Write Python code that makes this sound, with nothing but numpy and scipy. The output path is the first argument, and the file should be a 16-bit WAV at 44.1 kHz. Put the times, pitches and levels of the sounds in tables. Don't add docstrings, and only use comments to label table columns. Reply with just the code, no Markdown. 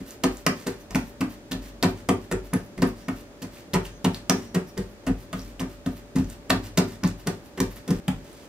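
import sys
import numpy as np
from scipy import signal
from scipy.fft import rfft, irfft, next_fast_len
from scipy.io import wavfile

SR = 44100
rng = np.random.default_rng(int(sys.argv[2]) if len(sys.argv) > 2 else 0)


def inscribe(sig):
    pcm = np.round(np.clip(np.atleast_2d(sig).T, -1, 1) * 32767)
    wavfile.write(sys.argv[1], SR, pcm.astype(np.int16))


N = 373968
TIME = np.arange(N) / SR
CUT_S = 8.001


def from_db(db):
    return 10 ** (np.asarray(db) / 20)


def rms_one(x):
    return x / np.sqrt(np.mean(x ** 2) + 1e-20)


def at_hz(points, hz, axis=1):
    points = np.array(points)
    return np.interp(np.log(hz), np.log(np.maximum(points[:, 0], 1)), points[:, axis])


def band(x, low_hz, high_hz):
    sos = signal.butter(2, [low_hz, min(high_hz, 20000)], "band", fs=SR, output="sos")
    return signal.sosfilt(sos, x)


def add(track, start_s, sound):
    start = round(start_s * SR)
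    limit = round(CUT_S * SR) if start_s < CUT_S else N
    end = min(start + len(sound), limit)
    track[start:end] += sound[:end - start]


def noise_and_strengths():
    return rng.standard_normal(N), np.minimum(rng.exponential(1, N), 3)


# start_s, smack_db (1.4-7 kHz), body_db (smack, 0.4-2.5 kHz), spread_ms (of the landing),
# sway_db (table), low_db, middle_db, high_db (board), press_ms, damping (by the hand, ratio)
PATS = [(0.0044, -51, -43, 1.3, -47, -35.5, -45.5, -43, 6.4, 1.8),
        (0.2353, -11, -11.5, 2.3, -37, -29, -24.5, -21.5, 12, 1.1),
        (0.4642, -11.5, -7, 0.44, -50, -22, -28.5, -28, 10, 0.76),
        (0.664, -30, -30, 1.8, -59, -41, -37, -29, 2.7, 2.2),
        (0.6686, -20.5, -23.5, 2, -44, -40, -36, -26, 14, 1.3),
        (0.905, -36, -31, 2.8, -37, -40, -57, -48, 11, 1.3),
        (0.9466, -25, -35, 1.6, -49, -21, -23, -31, 9.5, 1.2),
        (0.9538, -22, -19, 1.2, -57, -35, -30, -38, 6.6, 1.3),
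        (1.2061, -23.5, -19.5, 2.5, -45, -25.5, -21.5, -33, 5.3, 0.92),
        (1.5114, -21, -26.5, 7, -39.5, -36.5, -37, -38.5, 10, 0.5),
        (1.8257, -12.5, -12, 5.9, -40, -20, -27, -22, 9.9, 0.66),
        (2.0878, -15, -10.5, 0.92, -39, -20.5, -23.5, -17, 5.7, 0.85),
        (2.312, -21.5, -17, 2.7, -35, -28, -37.5, -22, 21.4, 1.14),
        (2.529, -48, -24.5, 2, -55, -32, -35, -33, 3, 2.5),
        (2.5348, -24.5, -24, 0.41, -40, -21, -26.5, -24, 14, 3.4),
        (2.7758, -40, -29.5, 1.9, -36, -31, -43, -35, 8.4, 0.94),
        (2.8193, -21.5, -14, 3.3, -47, -20.5, -20.5, -20.5, 11, 1.14),
        (3.0815, -30.5, -26, 1.9, -43, -29.5, -28.5, -36, 5.3, 0.98),
        (3.4183, -25.5, -33, 6, -50, -36.5, -38, -37.5, 13, 1.04),
        (3.7344, -14.5, -11.5, 5.8, -37, -22, -35, -21, 13, 0.9),
        (4.0435, -17, -13.5, 3.1, -39.5, -19.5, -24, -25, 12.5, 1),
        (4.2954, -9.5, -9.5, 1.06, -45, -24, -25.5, -23, 5.9, 0.51),
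        (4.5439, -20, -17.5, 4.7, -58, -22, -33, -20.5, 19, 1.7),
        (4.769, -67, -35, 2.1, -55, -41, -42, -30, 3.8, 2.5),
        (4.7757, -26, -29.5, 1.2, -36, -26, -43, -24.5, 16.6, 2.2),
        (5.0642, -25, -20, 4.9, -30.5, -28, -28.5, -29.5, 40.5, 3.2),
        (5.3282, -29.5, -21, 1.7, -40, -34, -39.5, -40, 9.4, 0.38),
        (5.594, -24.5, -24.5, 7.3, -47, -31.5, -37, -37, 22, 0.68),
        (5.8621, -31, -27, 0.9, -39.5, -27, -30, -34, 3.4, 1.05),
        (6.1545, -25.5, -24, 5.5, -43, -25.5, -26, -30, 5.9, 0.68),
        (6.1844, -36, -33, 0.81, -30, -19, -30.5, -50, 13, 2.3),
        (6.496, -25, -37, 1.2, -48, -29, -39, -40, 3, 2.7),
        (6.5003, -13, -10.5, 1.2, -39.5, -26, -27.5, -28.5, 5.7, 0.47),
        (6.772, -9.5, -12, 5.3, -50, -21, -25.5, -22.5, 6.1, 0.51),
        (7.0324, -36, -20, 2.6, -38.5, -20.5, -27, -31, 14, 1.2),
        (7.264, -38, -34, 2.1, -57, -29, -38, -29, 2.6, 1.7),
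        (7.2711, -18, -19, 0.7, -44, -24, -36, -25.5, 7.7, 1.2),
        (7.5748, -32, -27, 2.6, -54, -37.5, -35, -30, 20, 1.2),
        (7.6016, -14.5, -21, 1.05, -35, -23.5, -29.5, -19.5, 5.7, 1.4),
        (7.876, -28, -26.5, 4.1, -56, -30, -28, -27.5, 22, 2.3),
        (7.9039, -21.5, -24.5, 1.6, -37, -20, -23, -21, 9.3, 1.5),
        (8.0795, -22, -21.5, 1.7, -38, -22.5, -31, -45, 7, 1.6)]
# pitch_hz, level_db (relative), t60_s (before the hand's damping)
WOOD = [(39.5, -4, 0.35), (47.5, 2.5, 1), (95, -3.5, 0.53), (108.6, 1.5, 0.33), (162.7, 1, 0.059),
        (184.6, 5, 0.12), (205.7, -4, 0.12), (232.8, -6, 0.44), (261.7, 6.5, 0.19), (301.6, -7.5, 0.32),
        (336.4, -9.5, 0.17), (372, -1.5, 0.19), (401, -5.5, 0.28), (440, -14, 0.12), (486.2, -7, 0.075)]
WOOD_PARTS_HZ = [70, 140, 215, 330]
TOP_FOLLOWS_BOARD, TOP_DB = 0.62, -2.5
GRIP = 1.21
GRIP_S = 0.038


def thumps():
    out = np.zeros(N)
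    phases = rng.uniform(-1.52, 1.57, (len(PATS), len(WOOD)))
    variations_db = rng.normal(0, 2.3, phases.shape)
    for pat, pat_phases, pat_variations_db in zip(PATS, phases, variations_db):
        sway_db, low_db, middle_db, high_db, press_ms, damping = pat[4:]
        top_db = TOP_DB + sway_db + TOP_FOLLOWS_BOARD * (low_db - sway_db)
        parts_db = [sway_db, top_db, low_db, middle_db, high_db]
        for (hz, mode_db, t60), phase, variation_db in zip(WOOD, pat_phases, pat_variations_db):
            press = press_ms / 1000 + 2.23 / hz
            t = TIME[:min(SR // 2, round((press + t60 / damping) * SR))]
            swell = np.sin(np.pi / 2 * np.minimum(t / press, 1)) ** 0.62
            rested = np.maximum(t - press, 0) / GRIP_S
            fade_db = 60 * GRIP_S * rested ** GRIP * damping / t60
            part_db = parts_db[np.searchsorted(WOOD_PARTS_HZ, hz)]
            gain = from_db(part_db + mode_db + variation_db - fade_db)
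            add(out, pat[0], gain * swell * np.sin(2 * np.pi * hz * t + phase))
    return out


SMACK_RISE = 0.68
SMACK_DECAY_MS, SMACK_DECAY = 2.96, 0.85
UPPER_BODY_DB = -5.5
AIR_DB, AIR_GROWTH = -10, 1.05


def smacks():
    out, t_ms = np.zeros(N), TIME[:SR // 8] * 1000
    noise, strength = noise_and_strengths()
    grains = noise * from_db(3.0 * strength)
    lumps = rms_one(band(rng.standard_normal((2, N)), 55, 196))
    starts, smack_db, body_db, spreads_ms = np.transpose(PATS)[:4]
    # levels_db, low_hz, high_hz, slowness
    bands = [(body_db, 422, 1456, 1.79),
             (body_db + UPPER_BODY_DB, 1057, 2575, 1.57),
             (smack_db, 1420, 6950, 0.98),
             (AIR_DB + AIR_GROWTH * smack_db, 8000, 15500, 0.69)]
    for k, (levels_db, low_hz, high_hz, slowness) in enumerate(bands):
        envelope = np.zeros(N)
        for start, level_db, spread_ms in zip(starts, levels_db, spreads_ms):
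            rise_ms = slowness * SMACK_RISE * spread_ms
            decay_ms = slowness * (SMACK_DECAY_MS + SMACK_DECAY * spread_ms)
            swell = (1 - np.exp(-t_ms / rise_ms)) ** 1.68
            add(envelope, start, from_db(level_db) * swell * np.exp(-t_ms / decay_ms))
        lumpiness = from_db(2.49 * lumps[k // 2])
        out += envelope * lumpiness * rms_one(band(grains, low_hz, high_hz))
    return out


# start_s, level_db, pitch_hz
POPS = [(0.108, -24, 6700), (0.238, -12, 3130), (0.324, -34, 5750), (0.371, -25.5, 7000),
        (0.4657, -3.5, 5360), (0.9082, -24, 5550), (0.9487, -12.5, 2340), (0.9564, -15, 5480),
        (1.2121, -19, 2550), (1.5194, -14, 3640), (1.531, -20, 4240), (1.8272, -5.5, 4150),
        (1.845, -21, 3800), (2.087, -29, 7040), (2.3155, -34, 3860), (2.3246, -17.5, 7500),
        (2.537, -17.5, 10300), (2.8205, -14, 4600), (2.8747, -33.5, 10700), (3.0857, -22.5, 2190),
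        (3.426, -28, 6050), (3.5714, -34.5, 2500), (3.7346, -17, 3800), (3.7513, -17.5, 2980),
        (3.8538, -24, 2940), (4.0485, -12, 3580), (4.1458, -15.5, 4130), (4.2976, 0.5, 5700),
        (4.5473, -31, 8950), (5.33, -23.5, 3240), (5.394, -26, 5250), (5.4177, -32, 6250),
        (5.5955, -22, 2980), (5.861, -25, 3480), (6.186, -25.5, 5650), (6.2444, -32, 6200),
        (6.3008, -27, 7800), (6.5052, -3.5, 3980), (6.778, -9, 4340), (6.7868, -10, 5200),
        (7.0367, -14.5, 5370), (7.0518, -20.5, 4200), (7.0769, -20.5, 6850), (7.274, -27, 6160),
        (7.575, -33, 3350), (7.6042, -29, 5260), (7.7616, -35.5, 11800), (7.906, -17, 5300),
        (8.0808, -17.5, 3120), (8.33, -38, 9000)]
POP_CYCLES = 0.9
EDGE_DB = -9.5


def pops():
    out, t = np.zeros(N), TIME[:400]
    edge = from_db(EDGE_DB) * np.sin(2 * np.pi * 13000 * t) * np.exp(-t / 0.00014)
    for start, level_db, hz in POPS:
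        age = t * hz / POP_CYCLES
        ring = np.sin(2 * np.pi * hz * t) * age * np.exp(1 - age)
        add(out, start, from_db(level_db) * (ring + edge))
    return out


# start_s (of the hold), hold_s, swish_db, hiss_db
PEELS = [(0.07, 0.059, -48.5, -51), (0.33, 0.075, -52.5, -55.5), (0.573, 0.06, -48.5, -55.5),
         (0.8, 0.017, -58, -59), (1.06, 0.038, -57.5, -58.5), (1.303, 0.033, -51.5, -54.5),
         (1.628, 0.06, -50, -55), (1.897, .012, -54, -56), (1.973, 0.031, -52, -58.5),
         (2.216, 0.037, -57, -62), (2.452, 0.012, -52.5, -54.5), (2.64, 0.021, -69, -65),
         (2.877, .004, -50, -52), (2.973, 0.05, -54, -60.5), (3.162, 0.048, -53, -56.5),
         (3.532, 0.074, -52, -57), (3.854, 0.0096, -42, -49), (4.147, 0.021, -44.5, -53),
         (4.38, 0.078, -52, -60), (4.678, 0.016, -55.5, -57.5), (4.897, 0.033, -76, -68),
         (5.188, 0.046, -55.5, -58), (5.366, 0.14, -54, -58.5), (5.696, 0.043, -55, -59),
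         (5.927, .004, -69, -61), (5.97, 0.0096, -51.5, -54), (6.293, 0.04, -49.5, -54),
         (6.642, 0.028, -45, -50.5), (6.88, 0.065, -49.5, -55.5), (7.066, .012, -42, -49),
         (7.194, 0.011, -51, -54), (7.446, 0.023, -57.5, -59.5), (7.715, 0.0054, -51, -51),
         (7.768, 0.007, -47.5, -51), (7.963, 0.069, -58, -64), (8.177, 0.033, -66, -71),
         (8.246, 0.21, -54.5, -61.5)]
PEEL_LEAD_S = 0.04
PEEL_RISE_DB_PER_S, PEEL_FALL_DB_PER_S, HISS_FALL_DB_PER_S = 902, 353, 450
SETTLE_SWISH_DB, SETTLE_HISS_DB, SETTLE_FOLLOWS, SETTLE_FALL_DB_PER_S = -38.5, -45.5, 0.28, 185


def rustle():
    swish, hiss, t = np.zeros(N), np.zeros(N), TIME[:SR // 3]
    for start, smack_db, *_ in PATS:
        settle_db = SETTLE_FOLLOWS * smack_db - SETTLE_FALL_DB_PER_S * t
        add(swish, start, from_db(SETTLE_SWISH_DB + settle_db))
        add(hiss, start, from_db(SETTLE_HISS_DB + settle_db))
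    for start, hold, swish_db, hiss_db in PEELS:
        rise_db = PEEL_RISE_DB_PER_S * np.maximum(PEEL_LEAD_S - t, 0)
        after = np.maximum(t - PEEL_LEAD_S - hold, 0)
        add(swish, start - PEEL_LEAD_S, from_db(swish_db - rise_db - PEEL_FALL_DB_PER_S * after))
        add(hiss, start - PEEL_LEAD_S, from_db(hiss_db - rise_db - HISS_FALL_DB_PER_S * after))
    noise, strength = noise_and_strengths()
    grains = noise * from_db(2.0 * strength)
    patches = from_db(1.8 * rms_one(band(rng.standard_normal(N), 24, 106)))
    swish_noise = rms_one(band(grains, 830, 7060))
    hiss_noise = rms_one(band(grains, 9300, 20000))
    return patches * (swish * swish_noise + hiss * hiss_noise)


# start_s, length_s, centre_hz, level_db (before the swell)
BRUSHES = [(0.798, 0.031, 6100, -54), (2.981, 0.19, 5600, -60), (3.9, 0.1, 6250, -58),
           (4.348, 0.2, 5700, -56.5), (4.66, .06, 5570, -56), (5.385, 0.056, 5400, -51)]


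def brushes():
    out = np.zeros(N)
    noises = rng.standard_normal((len(BRUSHES), SR // 4))
    for (start, length, hz, level_db), noise in zip(BRUSHES, noises):
        narrow = rms_one(band(noise, hz - 250, hz + 250))[:round(length * SR)]
        add(out, start, from_db(level_db) * narrow * np.hanning(len(narrow)) ** 0.5)
    return out


# pitch_hz, likeness (1 same, 0 unrelated, -1 opposite)
LIKENESS = [(60, 0.68), (180, 0.97), (550, 0.74), (1650, -0.058), (4970, -0.38), (15000, 0.16)]


def diffuse(size, shape):
    out, edges = 0, 28 * 2 ** np.arange(0, 9.6, 0.5)
    white = rng.standard_normal((2, 2, size))
    for k, (low_hz, high_hz) in enumerate(zip(edges, edges[1:])):
        mid, side = band(white[k % 2], low_hz, high_hz)
        hz = np.sqrt(low_hz * high_hz)
        alike = np.clip(at_hz(LIKENESS, hz), -1, 1)
        stereo = np.sqrt(1 + alike) * mid + np.sqrt(1 - alike) * side * [[1], [-1]]
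        out = out + shape(hz) * stereo
    return out


# pitch_hz, t60_s, level_db (relative)
ROOM = [(102, 0.66, -16), (250, 0.22, -11.5), (617, 0.24, 0), (1860, 0.25, -2), (4800, 0.25, -6.5),
        (9000, 0.21, -7), (11500, 0.15, -11.5), (17000, 0.3, -14.5)]
# pitch_hz, level_db
MICROPHONE = [(400, -1.5), (2200, -2.5), (4000, -4.5), (5800, -2.5), (7200, -2.5), (10500, 7.5),
              (13300, 3.5), (14800, 3), (16000, -3)]
# pitch_hz, level_db (left minus right)
LEFT_SHADE = [(60, 1.5), (240, 0.8), (950, 0.1), (3770, -1.2), (9000, -1), (15000, -4.5)]
LEFT_LAG_S = 2 / 44100
PORT_TURN = 1.93


def heard(x):
    t = TIME[:SR // 2]

    def echo_gain(hz):
        t60 = at_hz(ROOM, hz)
        fading = from_db(at_hz(ROOM, hz, axis=2) - 60 * t / t60)
        return fading / np.sqrt(t60 * SR / 14)

    echo = diffuse(len(t), echo_gain)
    echo *= 1 - np.exp(-(t / 0.00022) ** 2)
    size = next_fast_len(N + len(t))
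    hz = np.maximum(np.arange(size // 2 + 1) * SR / size, 1)
    left_turn = PORT_TURN * np.tanh(2 * np.pi * hz * LEFT_LAG_S / PORT_TURN)
    straight = np.array([np.exp(-1j * left_turn), np.ones(len(hz))])
    ports = from_db(at_hz(MICROPHONE, hz) + at_hz(LEFT_SHADE, hz) / 2 * [[1], [-1]])
    return irfft(rfft(x, size) * (straight + rfft(echo, size)) * ports, size)[:, :N]


# (per Hz, relative)
BACKGROUND = [(18, -34), (30, -14), (64, 0.5), (140, -5), (256, 2), (532, -6.5), (575, -1), (639, -6),
              (830, -14.5), (2020, -16.5), (2180, -20.5), (5740, -24.5), (10700, -34), (13600, -38),
              (15500, -28)]
BACKGROUND_DB = -47
TONE_HZ, TONE_DB = 579, -57


def background():
    noise = rms_one(diffuse(N, lambda hz: from_db(at_hz(BACKGROUND, min(hz, 14000)))))
    waver = np.cumsum(rng.standard_normal(N)) * 0.0088
    tone = np.sqrt(2) * np.sin(2 * np.pi * TONE_HZ * TIME + waver)
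    return from_db(BACKGROUND_DB) * noise + from_db(TONE_DB) * tone


def scene():
    hands = thumps() + smacks() + pops() + rustle() + brushes()
    before = TIME < CUT_S
    return heard(hands * before) * before + heard(hands * ~before) + background()


def record(dry):
    rounded = 1.2 * np.tanh(dry / 1.2)
    return signal.sosfilt(signal.cheby2(20, 80, 16250, fs=SR, output="sos"), rounded)


dry = scene()
out = record(dry)
inscribe(out)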